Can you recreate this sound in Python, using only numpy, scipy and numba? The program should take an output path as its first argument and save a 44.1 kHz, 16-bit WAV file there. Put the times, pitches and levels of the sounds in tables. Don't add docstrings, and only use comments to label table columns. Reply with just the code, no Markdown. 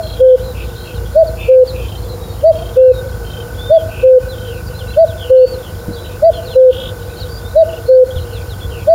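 import sys
import numpy as np
from scipy import signal
from scipy.fft import rfft, irfft
from scipy.io import wavfile
from scipy.ndimage import uniform_filter1d, minimum_filter1d, map_coordinates
from numba import njit

SR = 44100
rng = np.random.default_rng(int(sys.argv[2]) if len(sys.argv) > 2 else 0)


def store_pcm(level_fs):
    pcm = np.round(np.clip(level_fs, -1, 1) * 32767).astype(np.int16)
    wavfile.write(sys.argv[1], SR, np.atleast_2d(pcm).T)


N = 394254
T = np.arange(N) / SR
LEAD_IN = SR // 4
COURSE = np.array([0, .5, 1])


def undb(db):
    return 10 ** (np.asarray(db) / 20)


def level(x, db):
    return x * undb(db) / np.sqrt(np.mean(x ** 2) + 1e-18)


def add(track, s, x):
    i = int(np.clip(s * SR, 0, len(track)))
    track[i:i + len(x)] += x[:len(track) - i]


def walk(rate, size=N):
    steps = rng.standard_normal(int(size / SR * rate) + 4)
    place = np.arange(size) / SR * rate + 1
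    return map_coordinates(steps, [place], order=3, mode="nearest")


def turn(hz):
    return 2 * np.pi * np.cumsum(hz) / SR


def resonate(x, hz, width):
    return signal.lfilter(*signal.iirpeak(hz, hz / width, fs=SR), x)


def swell(u, edge):
    return np.sin(np.pi / 2 * np.clip(np.minimum(u, 1 - u) / edge, 0, 1)) ** 2


def trees(x, wet_db, t60, build_s):
    t = T[:SR * 3 // 2]
    build_up = 1 - np.exp(-(t / build_s) ** 2)
    decay = np.exp(-np.log(1000) * t / t60)
    scatter = rng.standard_normal(len(t)) * build_up * decay
    scatter /= np.linalg.norm(scatter)
    return x + undb(wet_db) * signal.fftconvolve(x, scatter)[:len(x)]


def cuckoo():
    # onset t/s, pitch the first note aims for f/Hz
    calls = [(-.126, 674), (1.156, 676), (2.437, 680), (3.703, 680), (4.971, 684), (6.226, 691),
             (7.557, 676), (8.876, 686)]
    # multiple of the fundamental, level/dB relative to it at full effort
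    cu_overtones = [(3, -49), (4, -58.5), (6, -51), (7, -40)]
    koo_overtones = [(3, -45)]
    cu_pitch = dict(scoop=.16, scoop_s=.022, sag_per_s=0, drop=.14, drop_s=.012)
    koo_pitch = dict(scoop=.04, scoop_s=.007, sag_per_s=.175, drop=.033, drop_s=.008)
    cu_level = dict(db=5.5, attack_s=.005, release_s=.002)
    koo_level = dict(db=8, attack_s=.0044, release_s=.002)
    cu_length_s, koo_length_s = .081, .153
    koo_delay_s, koo_hz = .332, 522

    out = np.zeros(N + 2 * LEAD_IN)
    for s, cu_hz in calls:
        start = s + LEAD_IN / SR
        add(out, start, note(cu_length_s, cu_hz, cu_overtones, cu_pitch, cu_level))
        add(out, start + koo_delay_s, note(koo_length_s, koo_hz, koo_overtones, koo_pitch, koo_level))
    return out[LEAD_IN:]


def note(length, hz, overtones, pitch, loudness):
    t = (np.arange(LEAD_IN + int((length + .03) * SR)) - LEAD_IN) / SR
    held = np.clip(t, -.01, length + .01)
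    scoop = pitch["scoop"] * np.exp(-held / pitch["scoop_s"])
    sag = pitch["sag_per_s"] * held
    drop = pitch["drop"] * np.exp((held - length) / pitch["drop_s"])
    bend = 1 - scoop - sag - drop
    phase = turn(hz * bend * (1 + .0021 * walk(120, len(t))))
    effort = swell(t / length, .3) * undb(2.5 * walk(40, len(t)))
    harmonics = sum(undb(part_db) * np.sin(round(k) * phase) for k, part_db in overtones)
    tone = np.sin(phase) + effort * harmonics
    attack = gate(t / loudness["attack_s"])
    release = gate((length - t) / loudness["release_s"])
    return tone * undb(loudness["db"]) * attack * release


def gate(x):
    return .5 + .5 * np.tanh(x / 2 - .8)


def wavering_echo(song):
    sway_s, flicker_db = .0003, 1.5
    echo = trees(song, wet_db=-23, t60=.49, build_s=.036) - song
    place = np.arange(len(echo)) + sway_s * SR * walk(45, len(echo))
    swayed = map_coordinates(echo, [place], order=3, mode="nearest")
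    return swayed * undb(flicker_db * walk(70, len(echo)))


def warblers():
    out = sweeps() + whistles() + buzzes() + churrs() + pips()
    return trees(out, wet_db=-5.5, t60=.094, build_s=.0039)


def slur(length, pitches, flutter_hz, depth_hz, edge):
    u = np.linspace(0, 1, max(int(length * SR), 64))
    glide = np.polyval(np.polyfit([0, .5, 1], pitches, 2), u)
    flutter = np.sin(turn(flutter_hz + 6 * walk(55, len(u))))
    roughness = .82 * flutter + .13 * walk(400, len(u))
    hz = glide + depth_hz * roughness + 14 * walk(200, len(u))
    rasp = depth_hz / 250
    throb_db = 4.5 * rasp * np.sin(turn(58 * (1 + .12 * walk(30, len(u)))))
    grain_db = (1 + rasp) * walk(110, len(u))
    loudness = level(undb(throb_db + grain_db), 0)
    return loudness * np.sin(turn(hz)) * swell(u, edge)


def buzz(length, pitches, flutter_hz):
    swing_share, swing_per_hz = .02, .00037
    depth_hz = pitches[1] * (swing_share + swing_per_hz * flutter_hz)
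    tone = slur(length, pitches, flutter_hz, depth_hz, edge=.22)
    return tone * undb(4 * np.sin(np.linspace(0, np.pi, len(tone))) - 7)


def sweeps():
    sweep_table = [(.94, 4550, 3380, -33.5), (1.264, 4800, 3900, -30), (1.669, 4770, 3750, -23),
                   (1.974, 3940, 4500, -32), (2.02, 3970, 4500, -31.5), (4.315, 3850, 3050, -32),
                   (4.664, 5000, 4300, -31), (4.784, 3780, 2670, -28.5), (4.921, 3600, 2670, -32),
                   (5.068, 4320, 2950, -30.5), (5.532, 4500, 3950, -26), (5.927, 4050, 4800, -31),
                   (6.454, 4570, 3600, -26.5), (6.495, 3900, 2480, -27.5), (7.164, 4590, 3650, -29),
                   (7.195, 4760, 3580, -24), (7.688, 3100, 2600, -28), (7.726, 3020, 2600, -27),
                   (7.762, 3090, 2550, -29), (8.105, 3150, 3450, -25.5), (8.153, 3860, 2730, -27),
                   (8.327, 4550, 3020, -30), (8.485, 4530, 3000, -29.5)]
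    speed_hz_per_s, scratch_hz = 24000, 79.7
    out = np.zeros(N)
    for s, start_hz, end_hz, db in sweep_table:
        length = abs(end_hz - start_hz) / speed_hz_per_s
        glide = start_hz + (end_hz - start_hz) * COURSE
        add(out, s, undb(db - 6) * slur(length, glide, 190, scratch_hz, edge=.22))
    return out


def whistles():
    whistle_table = [(1.395, 0.052, 3560, .02, 40, -30), (1.797, 0.17, 4330, 0, 420, -59),
                     (2.188, .14, 3835, .04, 180, -39), (2.755, .2, 2777, .09, 401, -35),
                     (2.797, 0.2, 4250, .1, 278, -43.5), (2.93, 0.08, 3810, .005, 150, -33.5),
                     (3.56, 0.27, 3614, .115, 640, -27), (4.284, .04, 4060, .018, 180, -31.5),
                     (4.734, 0.078, 4130, .06, 200, -36), (4.875, 0.056, 4080, .055, 200, -32.5),
                     (5.351, .2, 4530, .15, 348, -30.5), (5.89, 0.23, 3970, 0.035, 99, -37),
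                     (6.327, 0.053, 4220, 0.016, 222, -36.5), (6.49, 0.093, 4160, .02, 420, -34.5),
                     (7.445, 0.034, 3640, .035, 80, -31.5), (7.556, 0.066, 3970, .005, 260, -30)]
    out = np.zeros(N)
    for s, length, hz, top_s, fall_hz, db in whistle_table:
        from_top = (length * COURSE - top_s) / max(top_s, length - top_s)
        arch = hz - fall_hz * from_top ** 2
        add(out, s, undb(db - 3) * slur(length, arch, 170, 15, edge=.2))
    return out


def buzzes():
    buzz_table = [(0, 0.17, 4160, -270, 73.3, -30), (0.216, 0.16, 3250, -2, 131, -33),
                  (0.421, 0.12, 3970, -300, 59, -34), (0.531, .14, 2580, -2, 191, -32),
                  (0.734, 0.18, 4060, 228, 133, -35), (.84, .1, 2680, -300, 98.5, -33.5),
                  (1.351, 0.23, 2570, -63, 200, -26.5), (1.724, .16, 2573, 9, 130, -32.5),
                  (1.75, .18, 3300, -45, 130, -42), (.557, .25, 3680, -58, 127.7, -41),
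                  (2.076, 0.087, 4060, -100, 66, -33.5), (3.868, 0.27, 2620, -90, 159, -30.5),
                  (6.076, .11, 2590, 130, 130, -41), (6.672, 0.25, 3275, 305, 309, -24.5),
                  (5.29, .19, 2880, -300, 105, -31.5), (7.274, 0.13, 4700, 78, 34, -33.5),
                  (7.845, .15, 4340, 353, 59, -31.5), (8.162, 0.09, 4010, -3, 131, -36),
                  (8.6, .061, 3390, -170, 46.3, -29)]
    second_voice_hz, second_voice_db = 484, -13
    out = np.zeros(N)
    for s, length, hz, glide_hz, flutter_hz, db in buzz_table:
        glide = hz + glide_hz * (COURSE - .5)
        add(out, s, undb(db) * buzz(length, glide, flutter_hz))
        if hz < 3000:
            second_voice = buzz(length, glide + second_voice_hz, flutter_hz)
            add(out, s, undb(db + second_voice_db) * second_voice)
    return out


def churrs():
    churr_table = [(4.431, .2, 3450, -35), (5.16, 0.16, 3656, -29), (5.609, 0.11, 3610, -35.5),
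                   (5.944, 0.064, 3840, -36), (6.311, .11, 3620, -31.5), (8.288, 0.16, 3250, -38),
                   (8.686, 0.17, 3310, -33.5)]
    fall_hz, fall_s, flutter_hz = 1204, .12, 146.8
    out = np.zeros(N)
    for s, length, hz, db in churr_table:
        sinking = hz - fall_hz * (1 - np.exp(-length * COURSE / fall_s))
        add(out, s, undb(db) * buzz(length, sinking, flutter_hz))
    return out


def pips():
    # onset t/s, length t/s, f/Hz, level/dB ahead of the build-up along the run
    runs = [(0.031, 0.19, 3240, -34.5), (0.77, 0.19, 3190, -39.5), (1.815, 0.15, 3135, -35),
            (2.519, 0.19, 3184, -35), (3.265, 0.16, 3110, -33.5), (4.346, 0.16, 3130, -37.5),
            (4.868, 0.09, 2690, -36)]
    out = np.zeros(N)
    for s, length, hz, db in runs:
        for lag in np.arange(0, length - .01, .034):
            pip = slur(.011, [hz + 40, hz + 30, hz - 90], 0, 0, edge=.23)
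            pip = pip + undb(-6.5) * pip * np.cos(2 * np.pi * 520 * T[:len(pip)])
            gain_db = db + 3 - 4.3 * np.exp(-lag / .024)
            add(out, s + lag, undb(gain_db) * pip)
    return out


def far_chorus(rate=30, chorus_db=-49):
    out = np.zeros(N)
    for when, span, height, bend, sweep, rasp, distance in rng.random((int(rate * N / SR), 7)):
        hz = 2550 + 1800 * height
        slope = 900 * (sweep - .6) * np.array([-1, 0, 1])
        arch = np.array([0, 400 * (bend - .3), 0])
        length = .012 + .064 * span ** 3
        chirp = slur(length, hz + slope + arch, 60 + 120 * bend, 260 * rasp, edge=.17)
        add(out, when * N / SR, chirp * undb(-7 * distance - 6.1 * span))
    out = trees(out, wet_db=-4, t60=.3, build_s=.01)
    return level(out, chorus_db)


def cricket(hz=1492, stroke_hz=39):
    # t/s, rms level/dB
    trill = [(0, -43.5), (1.35, -44.5), (1.45, -68), (2.53, -67.5), (2.6, -45.5), (2.95, -39.5), (5.2, -40),
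             (5.6, -43.5), (7, -41.5), (8.9, -43)]
    stroke = turn(stroke_hz * (1 + .02 * walk(4.4))) / (2 * np.pi) % 1
    tone = np.sin(turn(hz + 50 * (.5 - stroke) + 16 * walk(130)))
    pulses = tone * swell(stroke, .5) * undb(1.6 * walk(30))
    song = trees(pulses, wet_db=-13, t60=.79, build_s=.03)
    return level(song, 0) * undb(np.interp(T, *np.transpose(trill)))


def toads():
    # centre f/Hz, rms level/dB, hoots per second [1/s]
    choruses = [(482.8, -33, 46), (350.3, -44.5, 25)]
    out = np.zeros(N)
    for hz, db, rate in choruses:
        chorus = np.zeros(N)
        for when, tuning, length, distance in rng.random((int(rate * N / SR), 4)):
            u = np.linspace(0, 1, int((.058 + .082 * length) * SR))
            bend = 1 + .09 * (tuning - .5) + .075 * (.5 - u)
            hoot = np.sin(turn(hz * bend)) * swell(u, .28)
            add(chorus, when * N / SR, hoot * undb(-9 * distance))
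        out += level(chorus, db)
    return out


def engine():
    # t/s, mean firing rate f/Hz, rms level/dB
    running = [(0, 27.4, -23.5), (1.7, 27, -24), (3.4, 26.2, -24.5), (4.7, 25.8, -23.3), (5.3, 24.3, -26.5),
               (7.6, 24, -27), (8.4, 23.8, -25.5)]
    # centre f/Hz, width of one pass f/Hz, level/dB
    exhaust = [(66, 24, 0), (88, 34, -4), (142, 44, -20)]
    s, rate, db = np.transpose(running)
    cycles = turn(np.interp(T, s, rate) * (1 + .075 * walk(22))) / (2 * np.pi)
    firings = np.diff(np.floor(cycles), prepend=0) * undb(2.6 * walk(30))
    boom = np.zeros(N)
    for hz, width, mode_db in exhaust:
        boom += undb(mode_db) * resonate(resonate(firings, hz, width), hz, width)
    boom = trees(boom, wet_db=-5, t60=.5, build_s=.03)
    boom = signal.sosfilt(signal.butter(4, 36, "high", fs=SR, output="sos"), boom)
    return level(boom, 0) * undb(np.interp(T, s, db))


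def bumps():
    knocks = [(5.882, 176, 0.0047, -9), (5.889, 310, 0.0082, -14), (5.908, 197, 0.0046, -13),
              (8.162, 79.93, 0.035, -8.5)]
    out, t = np.zeros(N), T[:SR // 4]
    for s, hz, decay, db in knocks:
        add(out, s, undb(db) * np.sin(2 * np.pi * hz * t) * np.exp(-t / decay))
    return out


def air():
    # f/Hz, level/dB
    spectrum = [(24, -44.5), (45, -5.5), (90, 1.5), (170, -12.5), (270, -17), (500, -13.5), (1000, -20),
                (1400, -23.5), (1750, -30), (3000, -36), (5000, -31), (8300, -41), (9300, -32),
                (12500, -38), (14000, -32), (15600, -37.5)]
    # f/Hz, rms level/dB
    whine_lines = [(6750, -60.5), (7125, -56.5), (7500, -63), (13500, -63.5), (13875, -56), (14250, -58.5),
                   (14625, -62), (15375, -64.5)]
    noise_db = -29.5
    hz, db = np.transpose(spectrum)
    bins = np.fft.rfftfreq(N, 1 / SR)
    colour = undb(np.interp(np.log(bins + 1), np.log(hz), db))
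    noise = level(irfft(rfft(rng.standard_normal(N)) * colour, N), noise_db)
    murmur = signal.sosfilt(signal.butter(1, 900, fs=SR, output="sos"), noise)
    whine = np.zeros(N)
    for line_hz, line_db in whine_lines:
        whine += undb(line_db) * np.sqrt(2) * np.sin(2 * np.pi * line_hz * T)
    return noise + .13 * walk(2.6) * murmur + whine


def scene():
    song = cuckoo()
    near = (song + wavering_echo(song))[LEAD_IN:]
    animals = warblers() + far_chorus() + cricket() + toads()
    return (near + animals + engine() + bumps() + air())[None]


@njit
def hold(peaks, fall):
    out, e = np.empty(len(peaks)), 0.
    for i in range(len(peaks)):
        e = max(peaks[i], e * fall)
        out[i] = e
    return out


def record(dry):
    ceiling, release_s, top_hz = .9, .028, 15700
    peaks = -minimum_filter1d(-np.abs(dry[0]), size=180)
    envelope = uniform_filter1d(hold(peaks, np.exp(-1 / (release_s * SR))), size=160)
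    limited = dry * ceiling / np.maximum(envelope, ceiling)
    return signal.sosfilt(signal.ellip(10, .02, 80, top_hz, fs=SR, output="sos"), limited)


dry = scene()
out = record(dry)
store_pcm(out)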